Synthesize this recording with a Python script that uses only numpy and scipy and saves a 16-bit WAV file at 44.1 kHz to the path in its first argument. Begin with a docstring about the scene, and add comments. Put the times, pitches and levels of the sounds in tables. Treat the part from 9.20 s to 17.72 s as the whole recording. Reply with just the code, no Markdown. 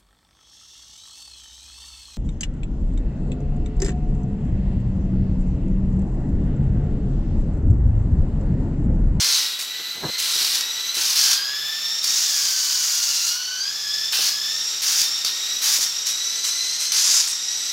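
"""The gear of a small battle robot's upright wheel whines at its tooth rate, and its slack teeth rattle.
The wheel spins all the time; its pitch sags when the drive motors load the battery. Two drive gearboxes
rasp in bursts, with brush and tyre hiss, as the robot turns and scoots on a concrete floor, and the
chassis clacks, bumps and scrapes. The garage reverberates, and once air buffets the microphone."""
import sys
import numpy as np
from scipy import signal
from scipy.fft import rfft, irfft
from scipy.io import wavfile
from scipy.ndimage import uniform_filter1d, map_coordinates

SR = 44100
rng = np.random.default_rng(int(sys.argv[2]) if len(sys.argv) > 2 else 0)


def wrap_up_sound(samples):
    """Save the sound to the file named by the first command line argument, as 16-bit audio."""
    columns = np.atleast_2d(samples).T
    # keep every value between -1 and 1, then stretch to whole-number steps
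    tamed = np.clip(columns, -1, 1)
    steps = np.round(tamed * 32767).astype(np.int16)
    wavfile.write(sys.argv[1], SR, steps)


N = 375732
TIME = np.arange(N) / SR
CRUISE_HZ = 1850  # usual tooth rate of the wheel's gear

# pushes of the control stick: (time [s], length [s], hiss level [dB], rasp level [dB],
# spin-up time constant [s], coasting time constant [s], top speed [ratio])
PUSHES = [(0, 0.19, -31.5, -18.5, 0.0033, 0.094, 0.95), (0.387, .04, -37.5, -48, .004, .018, 1.15),
          (0.983, 0.39, -32, -20.5, 0.17, .045, .9), (1.744, 0.19, -32, -20, .04, 0.023, .99),
          (1.951, .185, -30, -16.5, 0.014, 0.036, .97), (2.826, 1.27, -36, -20.5, .025, 0.076, 1.042),
          (4.92, .165, -31.5, -16.5, .085, .035, .97), (5.614, 0.21, -33, -19.5, .025, .05, 1.04),
          (6.048, 0.041, -39, -23, 0.0044, 0.019, 0.83), (6.414, 0.16, -29.5, -18, 0.044, 0.026, 1.07),
          (6.604, 0.035, -34.5, -21, .004, .04, 1.06), (6.856, .05, -35.5, -25, 0.00403, .018, 1.07),
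          (7.236, 0.055, -34, -27, 0.0041, .018, 1.18), (7.595, .06, -35.5, -28, 0.0041, .016, 1.14),
          (7.719, .285, -30, -15.8, .065, 0.049, 1.1), (8.073, 0.024, -39, -32, 0.0037, .03, 1.4)]
# spectrum of brush and tyre hiss: (frequency [Hz], spectral level [dB])
HISS_SPECTRUM = [(30, -62), (150, -29), (550, -20.5), (1000, -6), (2500, 1.5), (5000, 6.5), (8000, 2),
                 (10000, 1), (13000, -0.5), (15500, -1.5)]


def amp(db):
    """Amplitude ratio of a level in decibels."""
    return 10 ** (np.asarray(db) / 20)


def unit(x):
    """Normalisation to an rms of 1."""
    return x / np.sqrt(np.mean(x ** 2) + 1e-20)


def curve(points):
    """Linear interpolation of (time [s], value) points."""
    return np.interp(TIME, *np.transpose(points))


def at_frequency(points, hz):
    """Interpolation of (frequency [Hz], value) points on a logarithmic axis."""
    f, value = np.transpose(points)
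    return np.interp(np.log(hz + 1), np.log(f + 1), value)


def colour(x, spectrum):
    """Spectral shaping by multiplication in the frequency domain; rms 1."""
    gain = amp(at_frequency(spectrum, np.fft.rfftfreq(len(x), 1 / SR)))
    return unit(irfft(rfft(x) * gain, len(x)))


def wander(rate_hz):
    """Random modulation: noise low-passed at rate_hz; rms 1."""
    hz = np.fft.rfftfreq(N, 1 / SR)
    return unit(irfft(rfft(rng.standard_normal(N)) / (1 + (hz / rate_hz) ** 2), N))


def resonance(x, hz, width_hz):
    """Two equal resonators in cascade, for steep flanks; their centre frequency may glide."""
    carrier = np.exp(2j * np.pi * np.cumsum(hz * np.ones(N)) / SR)
    pole = np.exp(-np.pi * width_hz / SR)
    for _ in range(2):
        x = 2 * (carrier * signal.lfilter([1 - pole], [1, -pole], x / carrier + 1e-18)).real
    return x


def impacts(per_s, spread_db):
    """Shot noise: a Poisson train of impulses of uneven size; rms 1."""
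    size = amp(spread_db * np.minimum(rng.exponential(1, N), 4))
    return unit(size * rng.choice([-1, 1], N) * (rng.random(N) < per_s / SR))


def blows(rows, t60, hold_s=0.0026):
    """Envelope of damped impacts at (time [s], level [dB]): a brief hold, then exponential decay."""
    return sum((TIME >= s) * amp(db - 60 * np.maximum(TIME - s - hold_s, 0) / t60) for s, db in rows)


def room_tone(level_db=-61):
    """Ambient noise: the faint, steady rumble of the garage."""
    # (frequency [Hz], spectral level [dB])
    spectrum = [(25, -34), (42, -20), (58, -18), (105, 10), (140, -28), (197, -5), (260, -4),
                (600, 14), (3000, -3), (15000, -41)]
    return amp(level_db) * colour(rng.standard_normal(N), spectrum)


def garage_reverb(x, patterns=7, step_s=.09):
    """Reverberation: each band decays at its own rate; reflection patterns crossfade as the robot moves."""
    # decay of the garage: (frequency [Hz], reverberation time [s])
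    decay_times = [(150, 0.67), (1000, 0.8), (5000, 0.28), (15000, 0.53)]
    echo = np.zeros(N)
    for k in range(patterns):
        reflections = rng.choice([-1., 1.], SR) * (rng.random(SR) < 3000 / SR)
        reflections *= np.arange(SR) > .002 * SR
        hz, t, bands = signal.stft(reflections, SR, nperseg=256)
        decay = amp(-60 * t / at_frequency(decay_times, hz)[:, None])
        tail = signal.istft(bands * decay, SR, nperseg=256)[1]
        crossfade = np.sin(np.pi / 2 * np.minimum((TIME / step_s - k) % patterns, 2))
        echo += signal.oaconvolve(x * crossfade, tail / np.linalg.norm(tail))[:N]
    return echo


def air_buffet():
    """Turbulence: pressure fluctuations right at the microphone make one short, low rumble."""
    # envelope of the gust: (time [s], level [dB])
    gust_level = [(.75, -52), (.775, -42), (.8, -48), (.828, -38), (.84, -27), (.862, -28.5), (.88, -36),
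                  (.9, -34), (.92, -72)]
    # its spectrum: (frequency [Hz], spectral level [dB])
    gust_spectrum = [(15, -38), (25, -15), (182, -2), (514, -7), (834, -9), (896, -9), (1130, -13.5),
                     (1800, -15), (2340, -43), (3960, -120)]
    level = amp(np.interp(TIME, *np.transpose(gust_level), left=-120, right=-120))
    return level * colour(rng.standard_normal(N), gust_spectrum)


def gearbox(x, speed=1):
    """Modal filtering by the drive gears, with frequencies in proportion to speed; rms 1."""
    # gearbox resonances: (frequency at speed 1 [Hz], width [Hz], gain [dB])
    modes = [(1570, 450, -17.5), (3220, 570, -10.5), (4610, 1090, 2), (5520, 1060, 2), (6410, 1440, 0.5)]
    return unit(sum((-1) ** k * amp(db) * resonance(x, hz * speed, width)
                    for k, (hz, width, db) in enumerate(modes)))


def chassis(clack_db=-5, ring_db=-7, bump_db=-6):
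    """Impact and friction excite the frame: ringing clacks, dull bumps and hollow scraping."""
    # gear slack snaps shut or the chassis ticks on the floor: (time [s], level [dB], ring frequency [Hz])
    clacks = [(0.392, -21, 3930), (0.9825, -20, 4300), (1, -15, 4020), (1.248, -12, 4620),
              (1.3545, -12.5, 4400), (1.4085, -12.5, 4630), (1.7439, -19, 3970), (1.877, -17, 5470),
              (1.991, -14, 5500), (2.8429, -12.5, 4860), (4.9234, -18, 4454), (5.816, -11.5, 4730),
              (6.0477, -11.5, 4680), (6.6153, -18, 5786), (6.869, -13, 5600), (7.7201, -10, 6150),
              (8.075, -17, 7100)]
    # the chassis bumps on its tyres: (time [s], level [dB])
    bumps = [(0.597, -35.5), (1.155, -38), (1.211, -36), (1.239, -49), (1.768, -33), (4.988, -32),
             (6.585, -37)]
    # it drags on the concrete: (time [s], length [s], level [dB])
    drags = [(1.761, .12, -34), (1.98, 0.27, -34.5), (4.92, .15, -30), (5.625, 0.3, -36.5),
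             (6.431, 0.18, -39), (7.719, 0.38, -41)]
    # its hollow resonances: (frequency [Hz], width [Hz], gain [dB])
    hollow_modes = [(859.8, 130, -5.5), (1550, 460, 0), (2695, 380, 5.5), (3030, 210, 8)]
    crack = unit(gearbox(rng.standard_normal(N)) + colour(rng.standard_normal(N), HISS_SPECTRUM))
    metal = amp(clack_db) * crack * blows([row[:2] for row in clacks], t60=0.01)
    for s, db, hz in clacks:
        metal += amp(ring_db) * np.sin(2 * np.pi * hz * (TIME - s)) * blows([(s, db)], t60=0.034)
    thud = colour(rng.standard_normal(N), [(40, -32), (130, -2), (450, 0), (1200, -9), (5000, -50)])
    grit = impacts(per_s=820, spread_db=3.5)
    scrape = unit(sum(amp(db) * resonance(grit, hz, width) for hz, width, db in hollow_modes))
    contact = sum(amp(db) * np.interp(TIME, [s, s + 0.011, s + length / 2, s + length], [0, 1, 1, 0])
                  for s, length, db in drags)
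    return metal + amp(bump_db) * thud * blows(bumps, t60=0.11) + contact * scrape


def drive(mesh_hz=927.5, hiss_db=7.5, rasp_db=-2, attack_s=0.0087, speed_range=.16, chatter_db=1.0):
    """Friction hiss starts at once; inertia makes the gears' rasp swell and rise in pitch, then coast."""
    # drive gear partials: (multiple of the tooth rate, level relative to the rasp noise [dB])
    partials = [(2, -38), (3, -29.5), (5, -22), (6, -17), (7, -35)]
    hiss, rasp, speed = np.zeros((3, N))
    for s, length, push_hiss_db, push_rasp_db, spin_up_s, coast_s, top_speed in PUSHES:
        t = np.maximum(TIME - s, 0)
        spin = 1 - np.exp(-t / spin_up_s)
        coast = np.exp(-np.maximum(t - length, 0) / coast_s)
        envelope = np.minimum(t / attack_s, 1) * coast
        hiss += envelope * amp(push_hiss_db) * (0.92 + 0.08 * spin)
        rasp += envelope * amp(push_rasp_db) * (0.35 + 0.65 * spin)
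        speed = np.where(TIME >= s, top_speed * (1 - speed_range * (1 - spin * coast)), speed)
    slip = 1 + .02 * wander(rate_hz=201.5)  # the tyres grip and slip, smearing the pitch
    tooth_phase = 2 * np.pi * np.cumsum(mesh_hz * speed * slip) / SR
    tones = sum(amp(db) * unit(np.sin(k * tooth_phase)) for k, db in partials)
    teeth = tones + gearbox(impacts(per_s=7000, spread_db=1), speed)
    scrub = colour(impacts(per_s=8300, spread_db=2.5), HISS_SPECTRUM)
    chatter = amp(chatter_db * wander(rate_hz=48))
    return (amp(hiss_db) * hiss * scrub + amp(rasp_db) * rasp * teeth) * chatter


def shaft_tones(shaft_phase, rattle_level):
    """Rotating unbalance hums at a chassis resonance; weak shaft partials follow the rattle's level."""
    # shaft partials: (multiple of the shaft rate, level relative to the rattle [dB])
    partials = [(1.5, -41), (2, -46), (3, -35), (6, -34), (9, -26), (10, -28), (25, -25), (35, -22),
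                (38, -38)]
    # chassis resonance: (frequency [Hz], width [Hz], gain [dB])
    hum_mode = (130.6, 14.2, -59.5)
    hz, width, gain_db = hum_mode
    hum = amp(gain_db) * resonance(np.sin(shaft_phase), hz, width)
    overtones = sum(amp(db) * unit(np.sin(k * shaft_phase + 0.79 * wander(rate_hz=75)))
                    for k, db in partials)
    return hum, rattle_level * overtones


def tooth_rattle(mesh_hz, facing_db, teeth_db=-7.5, frame_db=-5.5, peak_db=-0.5):
    """Backlash: slack teeth collide; their spectrum scales with speed while the frame's stays put."""
    # the teeth at CRUISE_HZ: (frequency [Hz], spectral level [dB])
    teeth_spectrum = [(100, -40), (800, -23), (1250, -11), (2200, -13.5), (3200, -17.5), (3700, 5.5),
                      (4200, -6.5), (5000, 1), (5600, -3.5), (6200, -14), (7400, -2), (8600, -38),
                      (15500, -35)]
    # broad response of the frame: (frequency [Hz], spectral level [dB])
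    frame_spectrum = [(60, -42), (190, -16), (700, -17), (1400, -9), (2200, -4.5), (3200, 1.5), (4500, 3),
                      (5400, -9.5), (6500, -5), (8000, -12.5), (10000, -15.5), (15500, -14.5)]
    # the frame's main resonance: (frequency [Hz], width [Hz])
    main_mode = (5370, 2060)
    knocks = impacts(per_s=7000, spread_db=2.5)
    position = np.cumsum(mesh_hz) / CRUISE_HZ
    teeth = map_coordinates(colour(knocks, teeth_spectrum), [position], mode="mirror")
    frame = colour(knocks, frame_spectrum)
    peak = unit(resonance(impacts(per_s=7000, spread_db=2.0), *main_mode))
    return amp(teeth_db + 0.1 * facing_db) * teeth + amp(frame_db) * frame + amp(peak_db + facing_db) * peak


def mesh_whine(tooth_phase, mesh_hz, level, facing_db, slack_db=-4.5, flutter_db=3.5, skirt_hz=120):
    """Forced vibration: mesh harmonics swell as they cross the frame's resonances; also gives their gains."""
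    # mesh harmonics: (multiple of the tooth rate, level [dB], share of facing_db [ratio])
    harmonics = [(1, 0.5, 0.015), (2, 1, 0.13), (3, 1, 0.54), (4, -2, 0.73)]
    # frequency response of the frame: (frequency [Hz], gain [dB])
    response = [(1350, -45), (1520, -37), (1690, -39), (1780, -42.5), (1870, -50), (2030, -43.5),
                (2700, -33), (3300, -41), (3520, -31), (3700, -36), (4060, -27.5), (4350, -35),
                (4800, -26.5), (5400, -26.5), (5750, -29.5), (6100, -29), (7000, -37), (8000, -36.5)]
    slowing = uniform_filter1d(1. * (np.gradient(mesh_hz) < 0), size=4000)  # the teeth then run slack
    whine, gains = np.zeros(N), []
    for k, db, share in harmonics:
        phase = k * tooth_phase
        line = unit(np.sin(phase) * amp(flutter_db * wander(rate_hz=75)))
        # uneven teeth spread a skirt of sidebands, wider and stronger around the higher harmonics
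        skirt = unit(np.sin(phase) * wander(k * skirt_hz) + np.cos(phase) * wander(k * skirt_hz))
        response_db = at_frequency(response, k * mesh_hz)
        gains.append(level * amp(db + response_db + share * facing_db + slack_db * slowing))
        whine += gains[-1] * unit(line + amp(-20 + 4 * k) * skirt)
    return whine, gains


def wheel_gear(teeth=13, gear_ratio=4.5, jitter=0.002207, rattle_db=-28.5, rattle_db_per_octave=8.5,
               ring_db=-15, wobble_db=0.5):
    """Gear meshing: whine and rattle, modulated by an off-centre shaft and an unbalanced wheel."""
    # the gear sags under the drive's pushes and recovers between: (time [s], tooth rate [Hz])
    tooth_rate = [(0.0, 2140), (0.21, 1910), (0.66, 1984), (0.96, 2052), (1.38, 1902), (1.75, 2018),
                  (2.12, 1568), (2.38, 1726), (2.97, 1880), (3.3, 1549), (4.03, 1372), (4.19, 1478),
                  (4.38, 1512), (4.56, 1745), (4.65, 1693), (4.96, 1792), (5.12, 1666), (5.37, 1818),
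                  (5.56, 1892), (5.81, 1822), (6.08, 1851), (6.43, 1951), (6.62, 1821), (7.08, 1973),
                  (7.7, 2062), (8.05, 1845), (8.52, 1978)]
    # the robot comes and goes: (time [s], level [dB])
    gear_level = [(0, 5), (.38, -0.5), (.7, 0), (.82, -5), (.95, 2), (1.65, 1.5), (2.2, 2), (2.7, 0.5),
                  (4.3, -2.5), (5.3, 0), (6.25, 0.5), (6.75, -1), (7.4, -1.5), (8.15, -2.5), (8.5, -2)]
    # directivity of the frame's main resonance as the robot turns: (time [s], level [dB])
    facing = [(0, 0.5), (.4, -28), (.8, -28), (1.1, -6), (1.6, -11.5), (2.1, -8), (2.5, -8), (3.0, 1.5),
              (4.3, 1.5), (4.8, 0), (5.4, -0.5), (6.3, -2.5), (6.8, -1), (7.5, 2), (8.5, 1.5)]
    # the motor falters as the drive switches in: (level change [dB], lead on the push [s], width [s])
    falter = (-2.5, 0.015, 0.012)
    mesh_hz, facing_db = curve(tooth_rate), curve(facing)
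    falter_db, lead_s, width_s = falter
    dips = sum(np.exp(-((TIME - s + lead_s) / width_s) ** 2) for s, *_ in PUSHES)
    level = amp(curve(gear_level) + falter_db * dips)
    rattle_level = level * amp(rattle_db + rattle_db_per_octave * np.log2(mesh_hz / CRUISE_HZ))
    shaft_phase = 2 * np.pi * np.cumsum(mesh_hz * (1 + jitter * wander(rate_hz=110.2))) / SR / teeth
    wheel_phase = shaft_phase / gear_ratio
    off_centre = 0.34 * np.sin(shaft_phase) * wander(rate_hz=36)
    tooth_phase = teeth * shaft_phase + off_centre + 0.31 * np.sin(wheel_phase)
    whine, gains = mesh_whine(tooth_phase, mesh_hz, level, facing_db)
    hum, overtones = shaft_tones(shaft_phase, rattle_level)
    rattle = rattle_level * tooth_rattle(mesh_hz, facing_db) * (1 + 0.08 * np.sin(shaft_phase))
    # smeared upper harmonics are heard only as they cross a high resonance of the metal
    upper = sum(np.sin(k * tooth_phase + 1.8 * wander(rate_hz=190)) for k in range(5, 9))
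    ring_level = amp(ring_db) * np.sqrt(rattle_level * gains[1])
    ring = ring_level * unit(resonance(upper, hz=11840, width_hz=1300))
    load = amp(wobble_db * np.sin(wheel_phase))  # the wheel loads the teeth once a turn
    return hum + load * (whine + overtones + rattle + ring)


def scene(direct_db=-1, reverb_db=-8, radiation_hz=92, treble_hz=12900):
    """Superposition at one point of the robot, its reverberation, the gust and the room tone."""
    # the top treble rises and falls: (time [s], level above treble_hz [dB])
    treble_level = [(0, -3), (1.7, -4), (2.5, 1), (4, 1), (6.6, -1), (7.4, -12), (8.5, -6)]
    direct = wheel_gear() + drive() + chassis()
    robot = amp(direct_db) * direct + garage_reverb(amp(reverb_db) * direct)
    # a small chassis radiates long wavelengths poorly
    robot = signal.sosfilt(signal.butter(2, radiation_hz, "high", fs=SR, output="sos"), robot)
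    treble = signal.sosfiltfilt(signal.butter(4, treble_hz, "high", fs=SR, output="sos"), robot)
    robot += treble * (amp(curve(treble_level)) - 1)
    mono = robot + air_buffet() + room_tone()
    return np.array([mono, mono])


def record(dry, low_cut_hz=45, band_limit_hz=15850):
    """Band limiting: the microphone's signal gets a gentle low cut and a steep high cut."""
    thinned = signal.sosfilt(signal.butter(2, low_cut_hz, "high", fs=SR, output="sos"), dry)
    low_pass = signal.firwin(511, band_limit_hz, window=("kaiser", 9), fs=SR)
    return signal.oaconvolve(thinned, low_pass[None], "same")


dry = scene()
out = record(dry)
wrap_up_sound(out)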